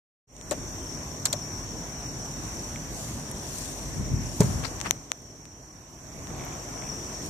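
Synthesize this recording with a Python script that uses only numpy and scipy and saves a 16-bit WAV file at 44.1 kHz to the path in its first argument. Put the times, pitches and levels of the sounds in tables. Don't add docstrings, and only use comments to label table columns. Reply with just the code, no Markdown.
import sys
import numpy as np
from scipy import signal
from scipy.fft import rfft, irfft, next_fast_len
from scipy.io import wavfile
from scipy.ndimage import uniform_filter1d

SR = 44100
rng = np.random.default_rng(int(sys.argv[2]) if len(sys.argv) > 2 else 0)


def level_to_linear(level):
    exponent = np.asarray(level, float) / 20
    return 10 ** exponent


def persist_wave(psi):
    counts = np.round(np.clip(psi, -1, 1) * 32767).astype(np.int16)
    wavfile.write(sys.argv[1], SR, np.atleast_2d(counts).T)


N = 321489

# pitch at stroke end in Hz, fall over a stroke in Hz, strokes per second,
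# level in dB, left minus right in dB.
SINGERS = [(5280, 800, 37.2, -49, 5), (5450, 700, 39.3, -50.5, 1), (5330, 750, 35.9, -51, -2),
           (6150, 350, 41, -57.5, 0), (6290, 150, 19.8, -58.5, 2), (8350, 150, 56.8, -61, -3)]
# time in seconds, level in dB, left minus right in dB.
SWELL = [(.3, -4, -2), (.8, -2, 6.5), (1.3, -2, 5), (1.8, -3, 6), (2.3, -1, 3), (2.8, -3.5, 0),
         (3.3, -6, 3), (3.8, -4, 5), (4.3, -4, 4), (4.8, -3, 2), (5.3, -0.5, 0), (5.8, -3, 0),
         (6.3, -5.5, -1.5), (6.8, -2, 2.5), (7.29, -3, 0)]
SHORT_SHARE, SHARE_PER_KHZ = 0.4, 0.5
CHORUS_HZ, CHORUS_SPREAD_HZ, CHORUS_FALL_HZ, CHORUS_DB = 5300, 600, 600, -52.5
# frequency in Hz, level in dB per Hz.
RUMBLE = [(24, -37), (40, -7.5), (112, -3.5), (149, -3), (171, -8.5), (278, -8), (531, -17), (637, -14.5),
          (898, -19.5), (1030, -18), (1290, -24.5), (1780, -23.5), (2670, -29), (5000, -34), (6500, -68),
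          (11000, -120)]
# frequency in Hz, level in dB per Hz.
HISS = [(3940, -19), (6700, 0.5), (7960, -4.5), (8660, -12), (8970, -12), (10000, -15.5), (13900, -15),
        (14400, -14)]
RUMBLE_DB, HISS_DB = -38.5, -50
# frequency in Hz, likeness from -1 to 1.
LIKENESS = [(60, 1), (180, 0.91), (550, 0.88), (1650, 0.052), (4970, -0.28), (15000, 0.2)]
# time in seconds, level in dB.
ENGINE = [(.3, -44.5), (.7, -43), (1.5, -68), (1.62, -42), (3.0, -44), (3.45, -51), (4.1, -34),
          (4.6, -41.5), (5.2, -50.5), (7.29, -46)]
ENGINE_HZ, ENGINE_WAVER_DB = 51.4, 2.5

# time in seconds, peak in dB, left minus right in dB, low ring in dB
# against the main one, ring length in seconds.
TICKS = [
    (0.3651, -31, 3, -27, 0.00062),
    (0.412, -27, 12, -11, 0.00055),
    (4.802, -25, 24, -8, 0.00062),
    (4.8128, -14.5, 19, -9, 0.00035),
    (4.9086, -0.5, 22, -5.5, 0.0006),
    (5.1175, -9, 18, -4.5, 0.00047),
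    (5.454, -33, 21, -7, 0.00031),
    (6.2707, -31, 22, -2, 0.00042),
]
# frequency in Hz, level in dB, length as a factor on the main ring.
TICK_LOW = [(670, -5, 1.2), (2340, -10, 1.8), (3600, 5, 0.51)]
TICK_HZ = 6550
# time in seconds, peak in dB, left minus right in dB, ring in Hz.
SNAPS = [
    (0.4955, -34, 5, 9000),
    (3.299, -36, 1, 9670),
    (3.3132, -23, 6, 8660),
    (3.583, -24, 8, 7900),
    (5.1796, -51, -10.5, 14000),
    (5.22, -47, -9, 9100),
    (6.449, -39, -12, 12500),
    (7.2604, -32, -6, 8850),
]
SNAP_LOW_DB, SNAP_S = -23, 0.0012
# time in seconds, peak in dB, length in seconds, low band in dB
# and middle band in dB against the upper band.
SCRAPES = [(0.5094, -13.5, 0.0085, -16, -6.5), (0.512, -22, 0.024, -4, -30),
           (1.2537, -4.5, 0.0073, -14.5, -41), (1.256, -9.5, 0.0128, -6.5, 0),
           (1.263, -21.5, 0.023, -3, -6), (1.3261, -9.5, 0.013, -35, -7), (1.3291, -9.5, 0.0084, 2, 8.5),
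           (4.404, -11.5, 0.012, -36, -30), (4.432, -22, 0.007, -24, -11), (4.835, -17, 0.0507, 12.5, -3),
           (4.861, -23, 0.019, 17, 4)]
RUBS = [
    (4.622, -25.5, 0.04, 14, -8),
    (4.637, -21, 0.035, 8.5, 8.5),
]
# center in Hz, width in Hz, level in dB.
SCRAPE_BANDS = [(1300, 2200, 0), (4250, 1900, 0), (6900, 2800, 0), (11500, 3500, -14)]
LID_PAN_DB, PORT_PAN_DB = 4.5, 16
# time in seconds, peak in dB, left minus right in dB,
# strongest panel tone in Hz, time to fall 60 dB in seconds.
KNOCKS = [
    (0.513, -19, 9, 585, 0.088),
    (1.335, -24.5, 9, 610, 0.058),
    (4.404, -16.5, -0.5, 767, 0.08),
    (4.417, -19, -6, 933, 0.038),
    (4.431, -29.5, -2, 410, 0.17),
]
# frequency in Hz, level in dB, time to fall 60 dB in seconds (unused: each
BOX_TONES = [(439, -3, 0.16), (600, 22, 0.09), (756, 0, 0.11), (980, -27, 0.75), (2400, -39, 0.096)]

# start in seconds, loudest moment in seconds, end in seconds,
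# level in dB, left minus right in dB.
SWISHES = [
    (2.1, 2.6, 3.0, -55.5, 8.5),
    (2.89, 3.019, 3.29, -49, 5.5),
    (3.334, 3.595, 3.97, -47, 7.5),
    (4.204, 4.45, 4.75, -48.5, 7.5),
    (6.443, 6.452, 5.5, -58, -15),
    (6.95, 7.15, 7.25, -58.5, 12),
    (7.202, 7.265, 7.33, -53, 1),
]
# frequency in Hz, level in dB per Hz.
CLOTH = [(1470, -43), (2500, -13), (4300, -10), (5090, -8), (5810, -3.5), (6820, -0.5), (8310, -5.5),
         (11200, -13), (14400, -15.5)]
# start in seconds, loudest moment in seconds,
# end in seconds, level in dB.
SLIDES = [
    (2.276, 2.444, 3.16, -45.5),
    (4.392, 4.423, 5.1, -38),
    (6.197, 6.455, 6.75, -40),
    (6.651, 6.84, 7.6, -41.5),
]
# time in seconds, peak in dB.
SLIPS = [
    (2.7594, -30),
    (6.7755, -42),
    (6.6134, -50),
    (6.6737, -46),
    (6.7305, -49),
    (6.8972, -45),
    (6.9292, -48),
]
# start in seconds, loudest moment in seconds,
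# end in seconds, level in dB.
GRIP = [
    (3.894, 3.884, 3.89, -27),
    (3.94, 4.008, 4.06, -29),
    (4.074, 4.128, 4.31, -29),
    (4.391, 4.404, 4.627, -24),
    (4.725, 4.78, 4.7, -39),
]
# time in seconds, peak in dB, tone in Hz, time to fall 60 dB in seconds.
BUMPS = [
    (3.974, -43, 143.6, 0.042),
    (3.995, -25, 80, 0.069),
    (4.113, -44, 124, 0.046),
    (4.138, -16.5, 107, 0.054),
    (4.208, -29, 107, 0.038),
    (4.268, -28, 129.3, 0.028),
    (4.404, -7, 168, 0.048),
    (4.4055, -17.5, 419, 0.077),
    (4.445, -19, 166, 0.044),
    (4.557, -23, 74, 0.13),
]
# start in seconds, end in seconds, slips per second, level in dB.
CREAKS = [
    (6.304, 6.35, 46, -46),
    (6.3624, 6.385, 62, -42),
    (6.3948, 6.555, 70, -37.5),
    (6.823, 6.9, 72, -39.5),
]
CREAK_SAG_DB_PER_S, CREAK_SPREAD_DB, CREAK_JITTER_S = -50, 1.8, 0.001
STROKE_ENDS_DB = -11

# frequency in Hz, left minus right in dB.
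PORTS = [(60, 0.5), (400, -0.5), (1300, -2), (4400, -0.5), (8100, -3), (9500, -4.5), (11000, -12.5),
         (15000, -4.5)]
# frequency in Hz, share of time at left, share at right.
EMPTIED = [(2600, 0, 0), (3300, .16, .14), (4700, .14, .2), (5200, 0, 0), (9200, .02, .03), (9800, .8, .1),
           (14550, .9, .27), (14750, 1, 1)]
BASS_CUT_HZ, EDGE_HZ = 40, 15700
START_S, FADE_IN_S = 0.27, 0.32
DUCK_S, DUCK_DB, DUCK_FALL_S = 4.883, -11, 0.12
RECOVER_S, RECOVER_SPREAD_S = 6.107, 0.11


def evened(x):
    return x / np.sqrt(np.mean(x ** 2) + 1e-20)


def read(points, hz):
    f, value = np.transpose(points)
    return np.interp(np.log(hz + 1), np.log(f + 1), value)


def follow(rows):
    s, *columns = np.transpose(rows)
    return [np.interp(np.arange(N) / SR, s, c) for c in columns]


def sides(pan_db):
    return level_to_linear(np.array([pan_db / 2, -pan_db / 2]))


def gain_db(s):
    ramp = 20 * np.log10(np.clip((s - START_S) / FADE_IN_S, 1e-4, 1))
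    sunk = 1 - np.exp(-np.maximum(s - DUCK_S, 0) / DUCK_FALL_S)
    return ramp + DUCK_DB * sunk / (1 + np.exp((s - RECOVER_S) / RECOVER_SPREAD_S))


def add(mix, s, db, pan_db, sound):
    part = mix[:, round(s * SR):][:, :sound.shape[-1]]
    gains = level_to_linear(db - gain_db(s)) * sides(pan_db)[:, None]
    part += (gains * sound / abs(sound).max())[:, :part.shape[1]]


def stroke(start, top, end, db):
    t = np.arange(N) / SR
    edge = np.clip(np.minimum(t - start, end + 0.037 - t) / 0.02, 0, 1)
    swell = np.interp(t, [start, top, end], [STROKE_ENDS_DB, 0, STROKE_ENDS_DB])
    return edge * level_to_linear(db - gain_db(top) + swell)


def resonate(x, hz, width_hz):
    return signal.lfilter(*signal.iirpeak(hz, hz / width_hz, SR), x)


def drift(rate_hz):
    f = np.geomspace(rate_hz / 10, rate_hz, 12)[:, None]
    t = np.arange(0, N + 400, 400) / SR
    waves = np.sin(2 * np.pi * (f * t + rng.random(f.shape)))
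    slow = (waves / np.sqrt(f)).sum(0)
    return np.interp(np.arange(N) / SR, t, evened(slow))


def wash(spectrum, patchy_db):
    hz = np.fft.rfftfreq(2048, 1 / SR)
    a, b, c, d, patches = rng.standard_normal((N // 512 + 5, 1025, 5)).T
    patches = uniform_filter1d(patches, size=24, axis=0)
    patches = evened(uniform_filter1d(patches, size=7, axis=1))
    same = np.clip(read(LIKENESS, hz), -1, 1)[:, None]
    left = a + 1j * b
    right = same * left + np.sqrt(1 - same ** 2) * (c + 1j * d)
    z = np.array([left, right]) * level_to_linear(read(spectrum, hz)[:, None] + patchy_db * patches)
    x = signal.istft(z, nperseg=2048, noverlap=1536)[1][:, :N]
    return x / np.sqrt(np.mean(x.mean(0) ** 2))


def leaves(x, t60, wet_db):
    t = np.arange(6000) / SR
    tail = rng.standard_normal((2, 6000)) * level_to_linear(-60 * t / t60) * (t > 0.002)
    return x + level_to_linear(wet_db) * signal.oaconvolve(x, tail / np.linalg.norm(tail[0]), axes=1)[:, :N]


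def trill(hz, fall_hz, per_s, share, unsteady):
    turns = np.cumsum(per_s * (1 + unsteady * drift(3))) / SR + rng.random()
    place = np.minimum(turns % 1 / share, 1)
    strength = level_to_linear(2.0 * rng.standard_normal(600))[turns.astype(int) % 600]
    shape = np.sqrt(abs(np.sin(np.pi * place))) * (place < 1)
    pitch = hz * (1 + 0.0037 * drift(4)) + fall_hz * (1 - place)
    return evened(strength * shape * np.sin(2 * np.pi * np.cumsum(pitch) / SR))


def crickets():
    near, far = np.zeros((2, N)), np.zeros((2, N))
    for hz, fall, per_s, db, pan in SINGERS:
        song = trill(hz, fall, per_s, SHORT_SHARE + SHARE_PER_KHZ * fall / 1000, 0.017)
        near += level_to_linear(db + 3.07 * drift(2.514)) * sides(pan)[:, None] * song
    for f, r, p in rng.random((10, 3)):
        song = trill(CHORUS_HZ + CHORUS_SPREAD_HZ * f, CHORUS_FALL_HZ, 35 + 5.5 * r, 1.0, 0.02)
        far += sides(24 * (p - 0.5))[:, None] * song
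    near = leaves(near, 0.07, -3)
    far = level_to_linear(CHORUS_DB) * leaves(evened(far), 0.2, 8.0)
    swell_db, pan_db = follow(SWELL)
    return level_to_linear(swell_db) * sides(pan_db) * (near + far)


def distance():
    return level_to_linear(RUMBLE_DB) * wash(RUMBLE, 1.43) + level_to_linear(HISS_DB) * wash(HISS, 0.89)


def engine():
    turns = 2 * np.pi * np.cumsum(ENGINE_HZ + 0.8 * drift(2.74)) / SR
    level_db = follow(ENGINE)[0] + ENGINE_WAVER_DB * drift(8)
    return level_to_linear(level_db) * np.sin([turns, turns - 0.9])


def tick(hz, low_db, length):
    late = np.maximum(np.arange(400) / SR - np.array([[0.0008], [0.0011]]), 0)
    turns = 2 * np.pi * late * [[1], [1.05]]
    ring = np.sin(hz * turns) + 0.27 * np.sin(1.27 * hz * turns)
    ring *= -np.exp(-(late / length) ** 3)
    for f, db, longer in TICK_LOW:
        fade = np.exp(-(late / length / longer) ** 2)
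        ring += np.sign(1500 - f) * level_to_linear(low_db + db) * fade * np.sin(f * turns)
    return ring


def finger_ticks():
    out = np.zeros((2, N))
    for s, db, pan, low_db, length in TICKS:
        add(out, s, db, pan, tick(TICK_HZ, low_db, length))
    return out


def grass_snaps():
    out = np.zeros((2, N))
    for s, db, pan, hz in SNAPS:
        add(out, s, db, pan, tick(hz, SNAP_LOW_DB, SNAP_S))
    return out


def scrapes():
    out = np.zeros((2, N))
    rows = [(LID_PAN_DB, *row) for row in SCRAPES] + [(PORT_PAN_DB, *row) for row in RUBS]
    for pan, s, db, length, low_db, middle_db in rows:
        u = np.arange(4000) / SR / length
        rise = np.clip(8.0 * length + 0.15, 0.02, 0.6)
        shape = np.minimum(u / rise, 1) * np.exp(-3 * np.maximum(u - rise, 0) ** 0.94)
        slips = rng.standard_normal((2, 4000)) * level_to_linear(4.83 * rng.standard_normal(200)).repeat(20)
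        low, middle, upper, top = [level_to_linear(d) * evened(resonate(resonate(slips, hz, w), hz, w))
                                   for hz, w, d in SCRAPE_BANDS]
        add(out, s, db, pan, shape * (level_to_linear(low_db) * low + level_to_linear(middle_db) * middle + upper + top))
    return out


def knocks():
    out, t = np.zeros((2, N)), np.arange(5000) / SR
    for s, db, pan, panel_hz, t60 in KNOCKS:
        fade = level_to_linear(-60 * t / t60)
        blow = rng.standard_normal((2, len(t))) * fade
        tones = list(BOX_TONES[1:]) + [(panel_hz, 0, 0)]
        ring = sum(level_to_linear(d) * resonate(blow, hz, 120) for hz, d, _ in tones)
        panel = 0.6 * fade * np.sin(2 * np.pi * panel_hz * t)
        chatter = 0.7 * resonate(blow, 850, 1100)
        add(out, s, db, pan, ring + 0.5 * ring[::-1] + panel + chatter)
    return out


def flicker():
    return evened(level_to_linear(1.9 * evened(uniform_filter1d(rng.standard_normal(N), size=120))))


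def swishes():
    level = sum(stroke(*row) * level_to_linear(5.5) * sides(pan)[:, None] for *row, pan in SWISHES)
    return flicker() * level * wash(CLOTH, 1.9)


def glove_slides():
    level = sum(stroke(*row) for row in SLIDES) * level_to_linear(-7.5) * sides(15.0)[:, None]
    glove = evened(resonate(resonate(rng.standard_normal((2, N)), 700, 1000), 700, 1000))
    return flicker() * level * glove


def glove_slips():
    out, t = np.zeros((2, N)), np.arange(300) / SR
    slips = list(SLIPS)
    for start, end, per_s, db in CREAKS:
        for s in np.arange(start, end, 1 / per_s):
            slip_db = db + CREAK_SAG_DB_PER_S * (s + CREAK_JITTER_S * 0 - start)
            slip_db += CREAK_SPREAD_DB * rng.standard_normal()
            slips.append((s + CREAK_JITTER_S * rng.standard_normal(), slip_db))
    for s, db in slips:
        a, b, c = rng.random(3)
        low = np.sin(2 * np.pi * (2150 + 300 * a) * t) + 0.4 * np.sin(2 * np.pi * 3300 * t)
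        bright = np.sin(2 * np.pi * (7000 + 1200 * b) * t)
        add(out, s, db + 3, 1.5 + 6 * c, (low + level_to_linear(-6) * bright) * t * np.exp(-t / 0.0007))
    return out


def grip():
    rub = evened(resonate(resonate(rng.standard_normal((2, N)), 126.4, 136), 113, 110))
    both = np.array([rub[0], 0.5 * rub[0] + 0.75 * rub[1]])
    return sum(stroke(*row) for row in GRIP) * both


def bumps():
    out, t = np.zeros((2, N)), np.arange(5000) / SR
    for s, db, hz, t60 in BUMPS:
        thud = level_to_linear(-60 * t / t60) * np.sin(2 * np.pi * hz * t)
        add(out, s, db, 0, thud * (1 - np.exp(-t / 0.0014)))
    return out


def scene():
    surroundings = crickets() + distance() + engine()
    box = leaves(scrapes(), 0.24, -32) + knocks()
    walking = grass_snaps() + swishes()
    hands = finger_ticks() + glove_slides() + glove_slips() + grip() + bumps()
    return surroundings + box + walking + hands


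def empty_bands(x):
    hz, _, z = signal.stft(x, SR, "cosine", nperseg=2048, noverlap=1024)
    power = uniform_filter1d(abs(z) ** 2, size=12, axis=1)
    power = power[:, ::8].repeat(8, axis=1)[:, :len(hz)]
    rank = power.argsort(axis=2).argsort(axis=2) / z.shape[2]
    f, left, right = np.transpose(EMPTIED)
    share = np.array([np.interp(hz, f, left), np.interp(hz, f, right)])[..., None]
    return signal.istft(z * (rank >= share), SR, "cosine", nperseg=2048, noverlap=1024)[1][:, :N]


def top_cut(x):
    return signal.sosfilt(signal.butter(12, 15880, fs=SR, output="sos"), x)


def record(dry):
    size = next_fast_len(N + SR)
    hz = np.fft.rfftfreq(size, 1 / SR)
    band = 1 / np.sqrt((1 + (BASS_CUT_HZ / (hz + 1)) ** 6) * (1 + (hz / EDGE_HZ) ** 60))
    ports = irfft(rfft(dry, size) * band * sides(read(PORTS, hz)), size)[:, :N]
    gain = level_to_linear(gain_db(np.arange(N) / SR))
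    gained = np.clip(ports * gain, -0.9, 0.9)
    return top_cut(empty_bands(gained / gain) * gain)


dry = scene()
out = record(dry)
persist_wave(out)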